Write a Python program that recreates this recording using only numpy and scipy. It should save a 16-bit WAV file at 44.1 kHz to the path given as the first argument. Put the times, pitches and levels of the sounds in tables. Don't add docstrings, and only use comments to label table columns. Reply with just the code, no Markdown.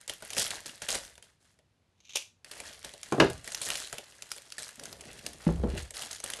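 import sys
import numpy as np
from scipy import signal
from scipy.fft import rfft, irfft
from scipy.io import wavfile

SR = 44100
rng = np.random.default_rng(int(sys.argv[2]) if len(sys.argv) > 2 else 0)


def waveform_to_disk(signal):
    frames = np.transpose(np.atleast_2d(signal))
    scaled = np.clip(frames, -1, 1) * 32767
    samples = np.round(scaled).astype(np.int16)
    wavfile.write(sys.argv[1], SR, samples)


N = 282240
TIME = np.arange(N) / SR


def from_db(db):
    return 10 ** (np.asarray(db) / 20)


def unit(x):
    return x / np.sqrt(np.sum(x ** 2) + 1e-20)


def unit_rms(x):
    return np.sqrt(N) * unit(x)


def at_hz(points, hz):
    points_hz, values = np.array(points).T
    return np.interp(np.log(np.maximum(hz, 1)), np.log(points_hz), values)


def convolve(x, response):
    return signal.fftconvolve(x, response)[:len(x)]


def response_of(spectrum, size=2048):
    bins_hz = np.arange(size + 1) * SR / (2 * size)
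    cepstrum = irfft(np.log(from_db(at_hz(spectrum, bins_hz))))
    cepstrum[1:size] *= 2
    cepstrum[size + 1:] = 0
    return unit(irfft(np.exp(rfft(cepstrum)))[:size])


def butterworth(x, hz, kind):
    return signal.sosfilt(signal.butter(2, hz, kind, fs=SR, output="sos"), x)


def resonate(x, hz, width):
    r = np.exp(-np.pi * width / SR)
    zeros = np.array([1, 0, -1]) * (1 - r * r) / 2
    poles = [1, -2 * r * np.cos(2 * np.pi * hz / SR), r * r]
    return signal.lfilter(zeros, poles, x)


def fade(t60, size):
    return np.exp(-np.log(1000) * TIME[:size] / t60)


def burst(t60, size=2048, rise_s=0.00066):
    swell = 1 - np.exp(-TIME[:size] / rise_s)
    noise = rng.choice([-1, 1], size) * rng.uniform(0.64, 1, size)
    return unit(noise * swell * fade(t60, size))


def add(out, s, sound):
    at = max(round(s * SR), 0)
    out[at:at + len(sound)] += sound[:N - at]


def drift(rate):
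    knots = rng.standard_normal(2000)
    return np.interp(TIME * rate, np.arange(len(knots)), knots) * np.sqrt(3 / 2)


def strokes(rows, attack_s, release_db_per_s):
    power = np.full(N, 1e-14)
    for start, hold, db in rows:
        age = TIME[:N - max(round(start * SR), 0)]
        release_db = release_db_per_s * np.maximum(age - hold, 0)
        gain = np.minimum(age / attack_s, 1) * from_db(db - release_db)
        add(power, start, gain ** 2)
    return np.sqrt(power)


def grains(per_s, spread_db):
    sizes = from_db(spread_db * np.minimum(rng.exponential(1, N), 3.2)) * rng.choice([-1, 1], N)
    return unit_rms(sizes * (rng.random(N) < per_s / SR))


def swarm(per_s, spread_db, low_hz, high_hz, colour, focus, count=12):
    clicks, dealt, cracks = grains(per_s, spread_db), rng.integers(0, count, N), 0
    for k, hz in enumerate(np.geomspace(low_hz, high_hz, count)):
        spells = from_db(4.0 * drift(30))
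        fold = convolve(clicks * (dealt == k), burst(0.0064))
        ring = unit(spells * resonate(fold, hz, .35 * hz)) * np.sqrt(hz / high_hz)
        cracks = cracks + unit(fold) + focus * ring
    return unit_rms(convolve(cracks, response_of(colour)))


# frequency in Hz, relative level in dB.
AIR_COLOUR = [(30, -10.5), (86, 3.5), (280, -8.5), (1230, -18.5), (3900, -22.5), (12000, -34)]


def room_air(level_db=-72):
    return from_db(level_db) * convolve(rng.standard_normal(N), response_of(AIR_COLOUR))


# start in seconds, time held in
# seconds, drive of the tight creases in dB, drive of the slack folds relative to them in dB.
FILM_PUSHES = [(0.078, 0.034, -47.5, -5.5), (0.222, .08, -54, -4.5), (0.303, 0.085, -48.5, -4),
               (0.364, 0.062, -35.5, -7), (0.503, .03, -44.5, -1), (0.652, 0.025, -48, -3),
               (0.814, .015, -44.5, -3.5), (0.881, 0.067, -39, -4), (1.222, 0.028, -61, -2.5),
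               (1.4, .1, -69.5, -4), (2.509, 0.18, -53, -2.5), (2.658, 0.021, -50.5, -18),
               (2.836, 0.021, -50.5, -2), (3.028, .32, -55.5, -2.5), (3.44, 0.22, -49, -5),
               (3.61, 0.21, -42.5, -7.5), (3.665, 0.023, -47, 5), (3.926, 0.031, -53, -2),
               (4.302, 0.0091, -48, -15), (4.581, 0.051, -44.5, -8), (4.81, 0.11, -57.5, -3),
               (5.03, .18, -57.5, -1.5), (5.245, .035, -54, -6), (5.4, 0.087, -55.5, 3),
               (5.68, .08, -55.5, 2.5), (5.765, 0.024, -46, -3), (5.935, 0.11, -45.5, -5),
               (6.103, 0.01, -42, -7), (6.23, .17, -48.5, -2.5)]
# start in seconds, time held in seconds.
BAG_GRIPS = [(0, 0.012), (.2, 0.9), (2.444, 3.2)]
ATTACK_S, RELAX_DB_PER_S = 0.0068, 149
GRIP_DB, GRIP_SLACK_DB = -59.5, -2.5


def film_motion():
    moves = list(FILM_PUSHES) + [(start, hold, GRIP_DB, GRIP_SLACK_DB) for start, hold in BAG_GRIPS]
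    tight_rows = [(start, hold, db) for start, hold, db, _ in moves]
    slack_rows = [(start, hold, db + slack_db) for start, hold, db, slack_db in moves]
    tight = strokes(tight_rows, ATTACK_S, RELAX_DB_PER_S)
    slack = strokes(slack_rows, ATTACK_S, RELAX_DB_PER_S)
    return tight, slack


# frequency in Hz, relative level in dB.
TIGHT_COLOUR = [(300, -28), (1500, -13.5), (3000, -0.5), (5200, 0.5), (10000, -1.5), (12000, -7)]
# frequency in Hz, relative level in dB.
SLACK_COLOUR = [(60, 1.5), (200, -12), (550, -3.5), (1000, -7), (1900, -2.5), (5000, -9.5), (12000, -38)]


def crinkle(tight, slack, tight_db=-1.5, slack_db=1.0, slide_db=-6.5):
    work = np.sqrt(tight / tight.max())
    creases = swarm(per_s=2500 + 800 * work, spread_db=6.0 + 3.5 * work,
                    low_hz=2830, high_hz=11700, colour=TIGHT_COLOUR, focus=1.3)
    folds = swarm(per_s=1600, spread_db=3.0 + 1.9 * work,
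                  low_hz=283, high_hz=3160, colour=SLACK_COLOUR, focus=1.2)
    slide = from_db(slide_db) * convolve(rng.standard_normal(N), response_of(TIGHT_COLOUR))
    return tight * (from_db(tight_db) * creases + slide) + from_db(slack_db) * slack * folds


def crease(hz, t60=0.013, ring_db=-7.5, width_share=0.12, echo_s=0.0022, echo=0.14):
    crack = burst(t60)
    crack = from_db(ring_db) * unit(resonate(crack, hz, width_share * hz)) + crack
    age = TIME[:len(crack)]
    return unit(crack + echo * np.interp(age - echo_s, age, crack, left=0))


# frequency in Hz, relative level in dB.
CREASE_COLOUR = [(200, -10), (700, -13.5), (1500, 0.5), (3000, 0), (5200, -1), (7500, 0), (10000, 0.5),
                 (12000, -4.5)]


def small_snaps(tight, pitch_hz=5400, over_db=24.5, spread_db=5, follows=.8, count=150):
    out, film = np.zeros(N), response_of(CREASE_COLOUR)
    followed = tight.max() * (tight / tight.max()) ** follows
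    strength = followed * np.minimum(tight / from_db(GRIP_DB), 1)
    for k, (late, size, octaves) in enumerate(rng.uniform([0, -1, -1], 1, (count, 3))):
        at = int((k + late) * N / count)
        crack = unit(convolve(crease(pitch_hz * 2 ** octaves, t60=.006), film))
        add(out, at / SR, strength[at] * from_db(over_db + spread_db * size) * crack)
    return out


# start in seconds, time held in seconds, drive in dB.
FABRIC_SHIFTS = [(4.775, 0.22, -56.5), (5.02, 0.14, -57), (5.24, 0.047, -51), (5.56, 0.16, -47.5)]
# frequency in Hz, relative level in dB.
CLOTH_COLOUR = [(60, -5.5), (170, -2.5), (350, -5.5), (700, -6), (1500, -16.5), (6000, -60)]


def fabric(slack, follows_db=-11.5):
    slip = strokes(FABRIC_SHIFTS, ATTACK_S, RELAX_DB_PER_S) + from_db(follows_db) * slack
    return slip * swarm(per_s=1200, spread_db=5.5, low_hz=111.0, high_hz=597, colour=CLOTH_COLOUR, focus=0.73)


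# start in seconds, time held in seconds, drive in dB.
TABLE_LOADS = [(.93, 0.17, -63), (2.57, .3, -68.5), (3.195, 0.13, -43.5), (4.95, 0.65, -61),
               (5.475, .3, -34.5)]


def rocking(slack, hz=58, width=22, attack_s=0.007, dies_db_per_s=130, follows_db=-28.5):
    sway = resonate(resonate(rng.standard_normal(N), hz, width), hz, 2 * width)
    load = strokes(TABLE_LOADS, attack_s, dies_db_per_s) + from_db(follows_db) * slack
    return load * unit_rms(sway)


# start in seconds, relative level in dB, pitch of the crease in Hz,
# relative level of the flap of the panel around it in dB.
LARGE_SNAPS = [(0.078, -25, 8100, -28), (0.0955, -18, 3280, -23), (0.2228, -30.5, 1460, -12.5),
               (0.3036, -23.5, 6250, -33), (0.3323, -23, 3080, -23), (0.3668, -22, 1700, -11.5),
               (0.3805, -13.5, 5200, -18.5), (0.5055, -19.5, 3940, -33), (0.6588, -27.5, 4800, -22),
               (0.819, -24, 6100, -21), (0.8885, -19, 2880, -25), (0.9518, -18.5, 5150, -16),
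               (1.154, -41.5, 3420, -27), (1.1785, -38, 1810, -17.5), (1.225, -36.5, 3130, -26),
               (1.589, -51.5, 1910, -11.5), (2.4453, -32.5, 4630, -29), (2.5136, -27, 4560, -26.5),
               (2.6015, -25.5, 2320, -19.5), (2.8461, -26, 5400, -17), (2.9369, -32, 4090, -15),
               (3.0309, -25, 5620, -43), (3.2997, -27.5, 8100, -8), (3.4759, -23.5, 1900, -24.5),
               (3.5192, -25, 6540, -26), (3.5464, -17, 5520, -38), (3.616, -18.5, 8800, -42),
               (3.7023, -14.5, 2920, -31), (3.7542, -20, 3000, -29), (3.9271, -22, 1330, -17.5),
               (3.9824, -23.5, 3050, -19.5), (4.222, -25, 5200, -29), (4.3161, -19, 5100, -34),
               (4.3638, -33, 9800, -20.5), (4.3809, -32, 4140, -27), (4.5217, -26, 5280, -46),
               (4.5816, -22.5, 1730, -26.5), (4.6901, -30.5, 1540, -34), (4.796, -29, 5670, -26),
               (4.8359, -28.5, 7900, -30), (4.855, -26.5, 6600, -34), (4.9275, -28.5, 4870, -20),
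               (5.0083, -31, 7930, -21), (5.2638, -19, 5360, -27), (5.9064, -27.5, 7800, -25),
               (6.02, -23, 3120, -31), (6.2014, -27, 5900, -25), (6.2392, -18.5, 8900, -22),
               (6.3013, -21, 10100, -28), (6.3352, -19.5, 3070, -29)]
# frequency in Hz, relative level in dB.
FLAP_COLOUR = [(80, -8), (300, -12), (580, 0.5), (950, -11), (1500, -34), (3000, -16), (12000, -44)]


def snaps(crack_db=12.0, panel_db=25.0, panel_t60=0.11, neighbour_db=-19.5,
          before_s=0.00052, after_s=0.0086, count=3):
    out, film, panel = np.zeros(N), response_of(CREASE_COLOUR), response_of(FLAP_COLOUR)
    for s, db, hz, flap_db in LARGE_SNAPS:
        crack = unit(convolve(crease(hz), film))
        add(out, s, from_db(db + crack_db) * crack)
        flap = unit(convolve(burst(panel_t60), panel))
        add(out, s, from_db(db + flap_db + panel_db) * flap)
        for wait, octaves in rng.uniform([-before_s, -.5], [after_s, .5], (count, 2)):
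            neighbour = unit(convolve(crease(hz * 2 ** octaves), film))
            add(out, s + wait, from_db(db + crack_db + neighbour_db) * neighbour)
    return out


# start in seconds, relative level in dB.
PIVOT_CATCHES = [(2.003, -55.5), (2.051, -54.5), (2.093, -44), (2.104, -46), (2.134, -43.5), (2.153, -33.5)]
# frequency in Hz, relative level in dB.
SCRAPE_COLOUR = [(300, -18.5), (1900, -17.5), (2400, -1.5), (3700, 0), (4900, -11.5), (6300, 0.5),
                 (8200, -20.5), (12000, -24.5)]
# start in seconds, relative level in dB.
KNIFE_BLOWS = [(2.1566, -20.5), (2.162, -30.5), (2.17, -28.5), (2.222, -44.5), (3.123, -35), (3.201, -30),
               (3.224, -41)]
# frequency in Hz, relative level in dB.
KNIFE_COLOUR = [(150, -28.5), (550, -12.5), (1200, -17), (1950, -15.5), (2280, -4.5), (2850, -2),
                (3300, -2), (3750, -7), (4800, -8), (6100, -4.5), (8500, -11), (10000, -11.5), (12000, -18)]


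def knife(pivot_db=-46.5, swell_db_per_s=199, click_db=22.0, click_t60=0.014, ring_db=-7.5, ring_t60=0.21):
    to_go = KNIFE_BLOWS[0][0] - TIME
    swing = from_db(pivot_db - swell_db_per_s * np.abs(to_go)) * (to_go > 0)
    scrape, struck = swing * grains(per_s=340, spread_db=-0.5), np.zeros(N)
    for s, db in PIVOT_CATCHES:
        add(scrape, s, from_db(db + click_db) * burst(0.033))
    for s, db in KNIFE_BLOWS:
        blow = burst(click_t60, size=8192) + from_db(ring_db) * burst(ring_t60, size=8192)
        add(struck, s, from_db(db + click_db) * blow)
    return convolve(scrape, response_of(SCRAPE_COLOUR)) + convolve(struck, response_of(KNIFE_COLOUR))


# start in seconds, relative level in dB, hardness of the contact in Hz,
# relative level of the deep flexing of the top in dB, change at each rebound in dB.
TABLE_BLOWS = [(3.122, -26.5, 990, -8, -7.5), (3.181, -26.5, 335, -22, -21), (3.2, -16, 2120, -13, -3.5),
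               (5.4669, -27.5, 460, 9, -5), (5.635, -27.5, 417, -35, -15.5), (5.647, -39.5, 250, 7.5, -3.5),
               (5.734, -38, 250, -9, -5)]
# frequency in Hz, relative level in dB, decay time t60 in seconds.
TABLE_MODES = [(124, -12, .22), (166, -9, .2), (253, -6, .17), (328, -7, .15), (358, -2, .15),
               (395, -1, .15), (482, -5, .16), (598, -9, .18), (700, -9, .18), (770, -8, .18),
               (861, -9, .15), (1180, -15, .14), (1330, -9, .15), (1470, -11, .14)]
# frequency in Hz, relative level in dB.
BOARD_COLOUR = [(50, -8.5), (150, 3), (400, 2.5), (800, 1), (1400, -2), (2800, -3), (4500, -1),
                (12000, -6.5)]
TABLE_LOWEST_HZ = 124
REBOUND_S, REBOUND_HZ = 0.021, 587


def table(knock_db=30.5, thud_db=12.0, thud_t60=0.045, flex_hz=160, flex_t60=0.14,
          stiffening=0.34, settle_s=0.0087, size=22050, count=3):
    out, board, age = np.zeros(N), response_of(BOARD_COLOUR), TIME[:size]
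    modes = np.zeros(size)
    for k, (hz, level, t60) in enumerate(TABLE_MODES):
        modes += (-1) ** k * from_db(level) * np.sin(2 * np.pi * hz * age) * fade(t60, size)
    modes = unit(modes)
    pitch = flex_hz * (1 + stiffening * np.exp(-age / settle_s))
    bend = np.minimum(age / 0.003, 1)
    flex = unit(np.sin(2 * np.pi * np.cumsum(pitch) / SR) * fade(flex_t60, size) * bend)
    for s, db, hardness_hz, flex_db, rebound_db in TABLE_BLOWS:
        add(out, s, from_db(db + knock_db + flex_db) * flex)
        for k in range(count):
            blow = modes + from_db(thud_db) * unit(convolve(burst(thud_t60, size), board))
            blow = butterworth(blow, REBOUND_HZ if k else hardness_hz, "low")
            blow = butterworth(blow, TABLE_LOWEST_HZ, "high")
            add(out, s + k * REBOUND_S, from_db(db + knock_db + k * rebound_db) * unit(blow))
    return out


# frequency in Hz, decay time t60 in seconds.
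ROOM_T60 = [(80, 0.49), (300, 0.19), (1000, 0.26), (3000, 0.27), (7000, 0.29), (12000, 0.2)]


def room(x, gap_s=0.0016, build_s=0.0033, size=22050):
    edges, tail = np.geomspace(40, 16000, 10), 0
    for low, high in zip(edges, edges[1:]):
        band = butterworth(rng.standard_normal(size), [low, high], "band")
        tail = tail + band * fade(at_hz(ROOM_T60, np.sqrt(low * high)), size)
    build_up = np.clip((TIME[:size] - gap_s) / build_s, 0, 1)
    return convolve(x, unit(tail * build_up))


def scene():
    air = room_air()
    tight, slack = film_motion()
    bag = crinkle(tight, slack) + small_snaps(tight) + fabric(slack) + snaps()
    sway, blade, top = rocking(slack), knife(), table()
    reverberation = room(from_db(-14.0) * bag + from_db(-13.5) * blade + from_db(-9.0) * top)
    return (bag + blade + top + sway + reverberation + air)[None]


def record(dry, bass_hz=35, cutoff_hz=12000):
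    thinned = butterworth(dry, bass_hz, "high")
    return signal.sosfilt(signal.ellip(10, .5, 70, cutoff_hz, fs=SR, output="sos"), thinned)


dry = scene()
out = record(dry)
waveform_to_disk(out)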